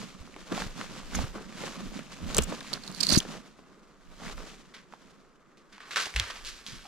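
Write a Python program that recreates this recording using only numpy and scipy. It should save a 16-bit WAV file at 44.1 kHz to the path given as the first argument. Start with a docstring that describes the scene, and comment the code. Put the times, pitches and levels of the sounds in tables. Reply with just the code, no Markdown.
"""Clothes and leaves rustle and dull knocks sound as someone with a shoulder camera walks through dense woodland.
A fir branch drags its needles over the camera, the walker nearly halts, and boots then crunch dry brush.
Friction is shaped noise strewn with tiny fractures; knocks, twigs and needles are driven, damped resonances.
Bumps and heels are low swings that fade; the trunks scatter the twigs and brush back as a decaying noise tail.
"""
import sys
import numpy as np
from scipy import signal
from scipy.fft import rfft, irfft, next_fast_len
from scipy.io import wavfile
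from scipy.ndimage import map_coordinates

SR = 44100
rng = np.random.default_rng(int(sys.argv[2]) if len(sys.argv) > 2 else 0)


def transcribe(u):
    """Save the signal u as a 16-bit wav file named by the first command-line argument.

    u: samples, shape (n,) or (channels, n), limited to [-1, 1]; the rate is SR.
    q: integer samples, one column per channel.
    """
    v = np.clip(np.atleast_2d(u).T, -1, 1)
    q = np.round(v * 32767).astype(np.int16)
    wavfile.write(sys.argv[1], SR, q)


N = 302967  # samples

# In all tables levels are relative, before common gains and the microphone; pan_db is left minus right.


def amp(db):
    """Decibel law: 20 dB is a factor of ten in amplitude."""
    return 10 ** (np.asarray(db) / 20)


def unit(x):
    """Normalisation of mean power: scale to rms 1."""
    return x / np.sqrt(np.mean(x ** 2) + 1e-20)


def along(points, hz):
    """Interpolation of (frequency, value) points on a logarithmic frequency axis."""
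    f, v = np.transpose(points)
    return np.interp(np.log(hz + 1), np.log(f + 1), v)


def gains(rows):
    """Envelope law: straight lines in decibels, one gain per sample for each column, -120 dB outside."""
    s, *columns = np.transpose(rows)
    t = np.arange(N) / SR
    return [amp(np.interp(t, s, c, left=-120, right=-120)) for c in columns]


def wobble(rate):
    """Slow random modulation: a smooth curve through `rate` random knots a second."""
    knots = rng.standard_normal(int(N * rate / SR) + 4)
    return map_coordinates(knots, [np.arange(N) * rate / SR])


def filtered(x, response):
    """Linear filtering: multiply the spectrum by a complex response of frequency."""
    n = x.shape[-1]
    m = next_fast_len(n + 4096)  # padding keeps ringing from wrapping round
    return irfft(rfft(x, m) * response(np.fft.rfftfreq(m, 1 / SR)), m)[..., :n]


def resonance(f, hz, q):
    """Damped oscillator: the causal response of one mode, with gain 1 at its pitch."""
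    return 1j * f * hz / q / (hz * hz - f * f + 1j * f * hz / q)


def panned(x, pan_db):
    """Level-difference stereophony: split pan_db between left and right."""
    return x * unit(amp(np.array([[pan_db], [-pan_db]]) / 2))


def out_of_step(x, radians):
    """Structure-borne phase shift: the left port moves later in its cycle than the right."""
    return filtered(x, lambda f: np.exp(.5j * radians * np.array([[-1], [1]])))


def add(out, s, x):
    """Superposition: mix x into out from time s."""
    i = max(round(s * SR), 0)
    out[:, i:i + x.shape[-1]] += x[:, :max(N - i, 0)]


def crackle(n, rate, spread_db, smooth):
    """Granular friction: two rows of tiny unequal fractures on a bed of smooth noise."""
    size = amp(spread_db * np.minimum(rng.exponential(size=n), 3))
    fractures = (rng.random(n) < rate / SR) * size * rng.uniform(-1.0038, 1, (2, n))
    return unit(unit(fractures) + smooth * rng.standard_normal((2, n)))


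def ticks(rate, hz, spread_db):
    """Random impulses on damped modes: sparse tiny twigs give way, each at its own pitch; rms 1."""
    count = int(rate * N / SR)
    when, size, pitch, place = rng.random((count, 4)).T
    t = np.arange(SR // 100) / SR
    own_hz = hz * 3 ** (2 * pitch - 1)  # from a third of hz to three times it
    cycles = own_hz[:, None] * t
    rings = amp(spread_db * size ** 2)[:, None] * np.sin(2 * np.pi * cycles) * np.exp(-cycles / 1.3)
    at = (when * N).astype(int)[:, None] + np.arange(len(t))
    sides = []
    for side in (place, 1 - place):
        weighted = rings * (1 + side)[:, None]
        sides.append(np.bincount(at.ravel(), weighted.ravel(), N)[:N])
    return unit(np.array(sides))


def coloured(pair, spectrum, alike):
    """Interchannel coherence: two unrelated rows become stereo of this spectrum and likeness, rms 1."""
    turn = lambda f: np.arccos(np.clip(along(alike, f), -1, 1)) / 2
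    mid_side = lambda f: np.array([np.cos(turn(f)), np.sin(turn(f))])
    mid, side = filtered(pair, lambda f: amp(along(spectrum, f)) * mid_side(f))
    return unit(np.array([mid + side, mid - side]))


# spectrum of the air: frequency_hz [Hz], density_db [dB per Hz]
AIR_SPECTRUM = [(20, 4.5), (45, -4), (80, -27), (130, -5.5), (190, 2.5), (400, 2.5), (850, -10),
                (1200, -1.5), (2000, -12.5), (4000, -31), (7500, -27), (10000, -39.5), (15000, -43)]
# left-right likeness of airborne sound: frequency_hz [Hz], likeness [-1 to 1]
AIRBORNE_LIKENESS = [(100, 0.012), (200, 0.9975), (400, 0.8), (1200, 0.7629), (3000, 0.69), (8000, 0.29)]


def forest_air():
    """Broadband ambient noise: faint, nearly steady air in the trees."""
    noise = rng.standard_normal((2, N))
    return amp(-62 + 1.1 * wobble(6)) * coloured(noise, AIR_SPECTRUM, AIRBORNE_LIKENESS)


def trunks(x, t60):
    """Multiple scattering: the trees return a thin, dull, exponentially decaying tail."""
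    t = np.arange(SR // 2) / SR
    tail = rng.standard_normal((2, len(t))) * amp(-60 * t / t60) * (1 - np.exp(-t / 0.011))
    tail = filtered(tail, lambda f: resonance(f, 1200, q=0.9358))
    return signal.fftconvolve(x, tail / np.linalg.norm(tail[0]), axes=1)[:, :N]


def squeak(s, db, length):
    """Narrow-band resonance: a faint, short, hollow squeak of two notes."""
    low_high = lambda f: resonance(f, 772.96, q=11.85) ** 2 + .5 * resonance(f, 1238, q=17.72) ** 2
    notes = filtered(rng.standard_normal(N), low_high)
    return amp(db) * unit(notes) * np.exp(-((np.arange(N) / SR - s) / length) ** 2 / 2)


# how briskly the walker moves: time_s [s], effort_db [dB]
EFFORT = [(0, -3), (.3, -7), (.6, 0.5), (1.05, -0.5), (1.5, -3), (1.8, 0.5), (2.07, -3), (2.35, 0.5),
          (2.62, 0), (3.2, -2), (3.38, -1.5), (3.54, -14), (3.98, -17), (4.3, -4), (4.7, -13), (4.88, -17),
          (5.05, -11.5), (5.45, -23), (5.7, -20)]
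# strides and smaller shifts of the body: start_s [s], rise_s [s per 20 dB], hold_s [s],
# cloth_db [dB], leaves_db [dB], pack_rub_db [dB]
MOVES = [(0, 0.01994, .04, -50, -51, -44.5), (0.213, 0.0474, 0.0306, -63.5, -67.5, -51),
         (.521, .025, .012, -36, -48, -36), (.575, .08, .05, -41, -45, -40),
         (0.779, 0.044, .045, -45.5, -51.5, -43), (.93, 0.071, .05, -49.5, -54.5, -48),
         (1.149, 0.05068, 0.06178, -38, -43.5, -37.5), (1.359, .03, .025, -43.5, -60, -48),
         (1.45, 0.0679, .08, -54, -65, -46), (1.625, .11, .07, -42, -46.5, -46.5),
         (1.77, 0.1005, .09, -50.5, -59, -43), (1.938, 0.0861, 0.05927, -52.5, -56, -42),
         (2.12, 0.02855, .02, -54, -53.5, -51), (2.22, 0.045, 0.06094, -49, -61, -41),
         (2.295, 0.03905, .04, -44.5, -49.5, -42), (2.355, .05, .035, -38, -48, -39),
         (2.48, .06, .05, -45, -51, -41), (2.64, .05, .07, -58, -53, -62),
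         (2.724, .03, .02, -41.5, -51, -42), (2.871, 0.0617, 0.02873, -48.5, -59, -43.5),
         (3.008, 0.07994, 0.03133, -45, -47, -42.5), (3.122, .08, .045, -36, -39, -32),
         (3.288, 0.05127, 0.04816, -45.5, -52.5, -45.5), (4.255, 0.12764, .035, -46, -50.5, -45.5),
         (4.381, .04, 0.02345, -48.5, -57.5, -52), (4.469, 0.0783, .07, -56.5, -56.5, -61),
         (6.699, 0.06315, 0.0485, -68.5, -71.5, -50.5)]
CLOTH_DB, LEAF_DB, RUB_DB, RUMBLE_DB = -53.5, -56.5, -52, -67  # relative beds at an effort of 0 dB
CLOTH_GROWS, PACK_GROWS = 0.7758, 0.7302  # dB per dB of effort
MOVE_T60_S = 0.2694  # a rustle settles after each move


def movement():
    """Addition of powers: cloth, leaf and pack gains follow the effort and swell with every move."""
    t = np.arange(N) / SR
    effort_db = np.interp(t, *np.transpose(EFFORT))
    cloth_db = CLOTH_DB + CLOTH_GROWS * effort_db
    rub_db = RUB_DB + PACK_GROWS * effort_db
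    power = amp([cloth_db, LEAF_DB + effort_db, rub_db]) ** 2
    for s, rise, hold, *levels_db in MOVES:
        swell_db = -20 * np.maximum(s - t, 0) / rise - 60 * np.maximum(t - s - hold, 0) / MOVE_T60_S
        power += np.outer(amp(levels_db), amp(np.maximum(swell_db, -120))) ** 2
    return np.sqrt(power)


# the load lurches on the shoulder: peak_s [s], rumble_db [dB], fade_s [s per 20 dB on either side]
LURCHES = [(.21, -52, 0.0139), (.66, -49, .13), (1.2, -44, 0.1829), (1.88, -50.5, .12), (2.28, -47, .09),
           (2.41, -40.5, 0.0983), (3.16, -52, 0.1166), (4.13, -62, .16), (4.36, -52.5, 0.2072),
           (6.46, -58.5, 0.2358), (6.76, -60.5, 0.13)]


def sway():
    """Addition of powers: the mount's rumble gain follows the effort and swells with every lurch."""
    t = np.arange(N) / SR
    bed = amp(RUMBLE_DB + PACK_GROWS * np.interp(t, *np.transpose(EFFORT)))
    swells = sum(amp(db - 20 * np.abs(t - s) / fade) ** 2 for s, db, fade in LURCHES)
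    return np.sqrt(bed ** 2 + swells)


# spectra of the rubbing pack and the shaken mount: frequency_hz [Hz], density_db [dB per Hz]
PACK_SPECTRUM = [(70, -33), (130, -6), (195, 1.5), (260, -4), (400, -21), (800, -59)]
MOUNT_SPECTRUM = [(12, -4.5), (25, 8), (50, -5.5), (80, -13), (120, -26.5), (220, -49.5)]
# left-right likeness of sound through the housing: frequency_hz [Hz], likeness [-1 to 1]
HOUSING_LIKENESS = [(30, -0.028), (200, 0.97645), (4000, .35), (9000, .1)]


def pack(rumble_gain, rub_gain):
    """Stick-slip and structure-borne sound: the swaying pack rubs hollowly and shakes the camera mount."""
    rumble = coloured(rng.standard_normal((2, N)), MOUNT_SPECTRUM, HOUSING_LIKENESS)
    friction = crackle(N, rate=250, spread_db=-0.5, smooth=.8)
    rub = out_of_step(coloured(friction, PACK_SPECTRUM, HOUSING_LIKENESS), radians=1.4)
    rub = unit(rub * amp(1.5 * wobble(22)))  # sticks and slides by turns
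    return amp(13.0) * rumble_gain * panned(rumble, pan_db=-3.5) + amp(1.5) * rub_gain * panned(rub, pan_db=-4.5)


# spectra of rubbing clothes and leaves: frequency_hz [Hz], density_db [dB per Hz]
CLOTH_SPECTRUM = [(150, -19), (300, 0), (500, 1), (850, -5), (1150, 0), (1600, -6.5), (2400, -24),
                  (5000, -39.5)]
LEAF_SPECTRUM = [(900, -8.5), (1800, 1.5), (2500, 1.5), (4000, 0), (7000, -3.5), (9000, -11.5),
                 (12500, -18.5), (15500, -33)]


def rustle(cloth_gain, leaf_gain):
    """Intermittent friction: cloth and leaves rub in shared small jerks, with small twigs ticking."""
    jerks = wobble(55)
    cloth = coloured(crackle(N, rate=300, spread_db=2.0, smooth=0.91), CLOTH_SPECTRUM, AIRBORNE_LIKENESS)
    leaves = coloured(crackle(N, rate=1200, spread_db=1.0, smooth=1), LEAF_SPECTRUM, AIRBORNE_LIKENESS)
    cloth = unit(cloth * amp(2 * jerks)) + amp(-7.5) * ticks(rate=42, hz=954.8, spread_db=13.5)
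    leaves = unit(leaves * amp(1.7398 * jerks)) + amp(-10.5) * ticks(rate=57, hz=3200, spread_db=12)
    return panned(amp(-.5) * cloth_gain * cloth + amp(4.5) * leaf_gain * leaves, pan_db=-0.1012)


# footfalls and bumps felt through the mount: middle_s [s], level_db [peak dB], pitch_hz [Hz],
# half_length_s [s, standard deviation], pan_db [dB]
BUMPS = [(.21, -43, 75, .012, -3), (.522, -24.5, 326.9, 0.00346, 0), (0.667, -30, 139.1, 0.002598, 0),
         (1.164, -31, 46, .01, -9), (1.195, -29.5, 72.3, 0.02008, -3), (1.243, -24, 112.8, 0.004217, -2),
         (1.64, -33, 450.3, 0.00362, -1), (2.242, -33, 82.45, 0.0136, -10),
         (2.39, -19, 169.3, 0.002518, -2.5), (2.407, -28, 66.16, .026, -5.5),
         (3.125, -16, 237.7, .002, 6.5), (3.14, -25, 70.24, 0.00932, 3), (3.1754, -5, 190, .0014, 1.5),
         (6.18, -42, 165, .015, 0), (6.733, -42, 125.4, 0.006533, 0.5)]


def bumps():
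    """Structure-borne impulses: low swings under a bell envelope reach the two ports out of step."""
    out, t = np.zeros((2, N)), np.arange(-SR // 8, SR // 8) / SR
    for s, db, hz, length, pan_db in BUMPS:
        swing = np.cos(2 * np.pi * hz * t + rng.uniform(0, 2 * np.pi))
        add(out, s + t[0], amp(db + 0.5) * panned(swing * np.exp(-(t / length) ** 2 / 2), pan_db))
    return out_of_step(out, radians=1.4)


# dull knocks of gear and sticks, sounded 2 ms after start_s: start_s [s], level_db [peak dB],
# pitch_hz [Hz], pan_db [dB]
KNOCKS = [(.362, -31.5, 400.1, 1), (.521, -20, 379.8, -1.5), (.576, -20.5, 773, -1), (.619, -19, 1129, -2),
          (.811, -23.5, 1038, -1), (1.148, -19, 1391, 1), (1.188, -21, 690.6, -6),
          (1.356, -27, 321.4, -0.5), (1.635, -24, 477, 0.5), (1.989, -31, 490.4, -3.5),
          (2.384, -12, 470, 6), (2.522, -22.5, 611.7, -4), (2.608, -29, 1370, 3), (3.15, -21, 401.9, -18),
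          (3.249, -31, 438.7, -0.5), (3.589, -38.5, 301.4, 1), (4.261, -31, 998.5, 1.5),
          (4.296, -29, 1069, 0), (4.378, -32, 1134, -2.5), (4.935, -31.5, 776, -6)]
KNOCK_T60_S = .035  # rattle after each knock


def knocks():
    """Impact excitation: a tap and a short rattle drive one well damped resonance."""
    out, t = np.zeros((2, N)), np.arange(SR // 8) / SR
    for s, db, hz, pan_db in KNOCKS:
        noise = rng.standard_normal((3, len(t)))
        rattle = noise[0] + 0.78 * noise[1:]  # a shared part and one for each side
        force = (t == 0) + 0.07952 * rattle * amp(-60 * t / KNOCK_T60_S)
        knock = filtered(force, lambda f: resonance(f, hz, q=1.477) / (1 + 1j * f / (4 * hz)))
        add(out, s + .002, amp(db) * panned(knock / np.abs(knock).max(), pan_db))
    return out


# a heel landing on hollow forest floor: start_s [s], level_db [peak dB], pitch_hz [Hz], rise_s [s], t60_s [s]
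HEELS = [(6.145, -22.5, 55.26, 0.031, 0.1597), (6.198, -30, 90.23, 0.00529, 0.1407)]


def heels():
    """Mass on a spring: the ground takes the weight, swings and settles."""
    out, t = np.zeros((2, N)), np.arange(SR // 3) / SR
    for s, db, hz, rise, t60 in HEELS:
        swell = np.minimum(t / rise, amp(-60 * (t - rise) / t60))
        add(out, s, amp(db) * (swell * np.sin(2 * np.pi * hz * t))[None])
    return out


# bent hardest, the branch lets go needle after needle
DRAG_S, DRAG_EVERY_S, DRAG_SCATTER_S = 3.094, .0107, .002  # start, interval, unevenness
DRAG_DB, DRAG_HALF_S, DRAG_PAN_DB = -19.5, .0026, -12  # mean relative level, half length, left minus right
DRAG_HZ, DRAG_SPREAD_OCTAVES = 4460, .04  # middle pitch and its spread


def drag(count):
    """Repeated stick-slip: rows like those of SLIPS for a quick, uneven run of needles."""
    rows = []
    for k, (late, strong, high) in enumerate(rng.standard_normal((count, 3))):
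        middle = DRAG_S + k * DRAG_EVERY_S + DRAG_SCATTER_S * late
        hz = DRAG_HZ * 2 ** (DRAG_SPREAD_OCTAVES * high)
        rows.append((middle, DRAG_DB + 1.5 * strong, DRAG_HALF_S, hz, DRAG_PAN_DB))
    return rows


# the fir branch sliding over the camera: time_s [s], level_db [dB]
BRANCH = [(2.62, -66), (2.92, -57), (2.99, -42), (3.05, -39), (3.09, -34.5), (3.18, -38), (3.22, -70.5)]
# single needles catching and slipping: middle_s [s], level_db [dB], half_length_s [s, standard deviation],
# pitch_hz [Hz], pan_db [dB]
SLIPS = [(1.155, -31, 0.00497, 6470, -3), (2.348, -24, 0.001085, 7045, -10),
         (2.3682, -18, 0.000846, 7592, 1), (2.3833, -12, 0.0010727, 7743, -4),
         (2.423, -30, 0.001957, 7096, -6), (2.438, -32, .0038, 7400, -3), (2.607, -34, .0008, 3500, 2.5),
         (2.737, -25.5, .003, 4500, -15), (2.838, -38.5, .0017, 4300, -4),
         (2.878, -30, 0.0008885, 4180, -2), (2.916, -36.5, 0.000363, 7500, -5),
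         (3.009, -18, 0.003017, 4842, -16), (3.034, -17.5, .0027, 4516, -13.5),
         (3.049, -26, .0012, 4500, -2.5), (3.069, -16, 0.000968, 4531, -2),
         (3.129, -21.5, .006, 5908, -6.5), (3.146, -21.5, .0024, 5500, -7), (3.137, -21.5, .002, 3800, -8),
         (3.152, -23, .0019, 1670, -13), (3.184, -20.5, 0.00474, 6532, -5),
         (3.203, -24, 0.0011304, 3116, 0)]
# spectrum of scraping needles: frequency_hz [Hz], density_db [dB per Hz]
NEEDLE_SPECTRUM = [(1000, -30.5), (3300, -11), (4500, 4), (5200, -8), (6800, -10), (8000, -12.5),
                   (9500, -12.5), (11000, -18.5), (15500, -25)]
# response of the camera housing: frequency_hz [Hz], gain_db [dB]
HOUSING_RESPONSE = [(600, -10), (2800, -6.5), (4300, 0.5), (7000, -2.5), (8200, -4), (9600, 0),
                    (11500, -6.5), (15500, -4.5)]


def fir_branch():
    """Stick-slip friction: needles scrape the housing, and those that catch chatter at their own pitch."""
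    slide = coloured(crackle(N, rate=1100, spread_db=6.5, smooth=.5), NEEDLE_SPECTRUM, HOUSING_LIKENESS)
    slide = unit(slide * amp(6.3 * wobble(91)))
    out = amp(4.5) * gains(BRANCH)[0] * panned(slide, pan_db=-12.5)
    t = np.arange(-SR // 40, SR // 40) / SR
    for s, db, length, hz, pan_db in SLIPS + drag(count=8):
        grip = np.exp(-(t / length) ** 2 / 2)
        chatter = rng.standard_normal((2, len(t))) * grip
        chatter = chatter + 0.21 * chatter[::-1]  # each port also hears the other's side
        modes = lambda f: resonance(f, hz, q=7.2) + 0.17 * resonance(f, 1.5 * hz, q=9.1)
        body = lambda f: modes(f) * amp(along(HOUSING_RESPONSE, f))
        slip = unit(filtered(chatter, body)) * np.sqrt(np.mean(grip ** 2))
        add(out, s + t[0], amp(db - 1.5) * panned(slip, pan_db))
    return out


# twigs breaking underfoot or against the walker: start_s [s], level_db [peak dB], pitch_hz [Hz], pan_db [dB]
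SNAPS = [(.342, -36, 2497, 0), (.364, -36, 2200, 0), (.524, -24, 3500, 0), (.813, -27, 1700, 3),
         (1.992, -29, 2508, 4.5), (2.3466, -15.5, 4000, -7), (2.375, -14, 5000, 2),
         (2.3833, -12, 3200, -12.5), (2.3879, -6.5, 3074, 8), (2.7322, -16.5, 3958, -11.5),
         (4.925, -35.5, 1508, -0.5), (5.781, -33.5, 1366, -2.5), (5.805, -32.5, 1656, -2),
         (5.909, -26, 1595, -1.5), (5.9608, -14, 1869, -1.5), (5.969, -12.5, 1260, -1),
         (6.14, -26, 2200, 0.5), (6.162, -10.5, 2443, -1.5), (6.1986, -6.5, 3717, -1),
         (6.302, -25, 1188, -1.5), (6.449, -24.5, 4546, -4), (6.665, -25.5, 3786, -2.5)]
# splintering time at this pitch; thicker, lower twigs take longer by this power
SPLINTER_T60_S, SPLINTER_HZ, SPLINTER_LAW = .019, 2400, .5


def twigs():
    """Brittle fracture: one sharp crack and brief splintering excite the modes of the wood."""
    out, t = np.zeros((2, N)), np.arange(SR // 12) / SR
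    for s, db, hz, pan_db in SNAPS:
        t60 = SPLINTER_T60_S * (SPLINTER_HZ / hz) ** SPLINTER_LAW
        noise = rng.standard_normal((3, len(t)))
        splinters = noise[0] + 0.3276 * noise[1:]
        force = (t == 0) + 0.09918 * amp(-60 * t / max(t60, .003)) * splinters
        modes = lambda f: resonance(f, hz, q=2.8) + 0.1864 * resonance(f, 2 * hz, q=0.8)
        # thick, low twigs also break with less treble
        wood = lambda f: modes(f) / (1 + 1j * f / (2 * hz)) / (1 + 1j * f / 9000)
        crack = filtered(force, wood)
        add(out, s, amp(db - 0.5) * panned(crack / np.abs(crack).max(), pan_db))
    return out


# dry brush stirring around the boots: time_s [s], level_db [dB]
BRUSH = [(5.7, -66), (5.84, -65), (5.9, -48.5), (6.05, -40), (6.12, -46.5), (6.25, -44), (6.5, -52.5),
         (6.87, -50.5)]
# brush giving way under a boot: start_s [s], level_db [dB], rise_s [s], t60_s [s], centre_hz [Hz]
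CRUSHES = [(4.738, -44.5, .0015, .26, 2100), (5.57, -57, 0.00315, 0.1497, 3500),
           (5.723, -49.5, 0.00146, 0.3516, 1731), (5.799, -48, 0.006085, 1, 1206),
           (5.907, -36.5, 0.000953, .45, 2256), (5.958, -27, .001, 0.1619, 3552),
           (5.969, -31, 0.001744, 0.2443, 1617), (5.99, -26, 0.01449, 0.2746, 3920),
           (6.162, -30, 0.00093, 0.2202, 2200), (6.2, -37, 0.00354, 0.591, 1713),
           (6.3, -36, 0.001687, .12, 2300), (6.355, -40.5, 0.002665, 0.1605, 2503),
           (6.449, -35, 0.00919, 0.36935, 4349), (6.664, -42, 0.003106, 0.6511, 3850)]
# spectrum of dry brush: frequency_hz [Hz], density_db [dB per Hz]
DRY_SPECTRUM = [(150, -9), (450, 0), (800, -7.5), (1150, 0.5), (2500, -2), (4500, -2), (7000, -6),
                (9000, -11.5), (12500, -15.5), (15500, -33)]
# left-right likeness of the brush in front: frequency_hz [Hz], likeness [-1 to 1]
AHEAD_LIKENESS = [(300, 0.9887), (2500, 0.911), (9000, 0.564)]


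def dry_brush():
    """Cascading fracture: each tread sets off a dying shower of tiny breaks over stirring stems."""
    stems = coloured(crackle(N, rate=640, spread_db=-1.0, smooth=1.0), DRY_SPECTRUM, AHEAD_LIKENESS)
    stems = stems + amp(-8.5) * ticks(rate=120, hz=2200, spread_db=12.5)
    out = amp(-3.5) * gains(BRUSH)[0] * stems
    t = np.arange(SR // 2) / SR
    for s, db, rise, t60, hz in CRUSHES:
        fractures = crackle(len(t), rate=900, spread_db=1.5, smooth=0.9704)
        shower = coloured(fractures, DRY_SPECTRUM, AHEAD_LIKENESS)
        shower = unit(filtered(shower, lambda f: resonance(f, hz, q=0.7188)))
        add(out, s, amp(db - 60 * t / t60) * (1 - np.exp(-t / rise)) * shower)
    return panned(out * amp(1.2046 * wobble(70)), pan_db=-0.7915)  # fractures come in clumps


def scene():
    """Superposition of direct and scattered sound: only twigs and brush ring on among the trees."""
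    ground = twigs() + dry_brush()
    cloth_gain, leaf_gain, rub_gain = movement()
    walker = rustle(cloth_gain, leaf_gain) + pack(sway(), rub_gain) + knocks() + bumps()
    walker = walker + squeak(6.859, db=-48, length=0.00927)
    return forest_air() + walker + fir_branch() + heels() + ground + amp(-16.0) * trunks(ground, t60=0.25)


# response of the microphone: frequency_hz [Hz], gain_db [dB]
MICROPHONE = [(20, -1.5), (9500, 0.5), (13000, 0), (15000, -4.5), (16000, -16.5)]
TOP_HZ = 15900  # band limit


def record(dry):
    """Interaural-type delay and band limiting: the left port lags slightly and the top octave droops."""
    lag = 2.9e-5 * np.array([[.5], [-.5]])  # s
    heard = filtered(dry, lambda f: amp(along(MICROPHONE, f)) * np.exp(-2j * np.pi * f * lag))
    return filtered(heard, lambda f: f < TOP_HZ)


dry = scene()
out = record(dry)
transcribe(out)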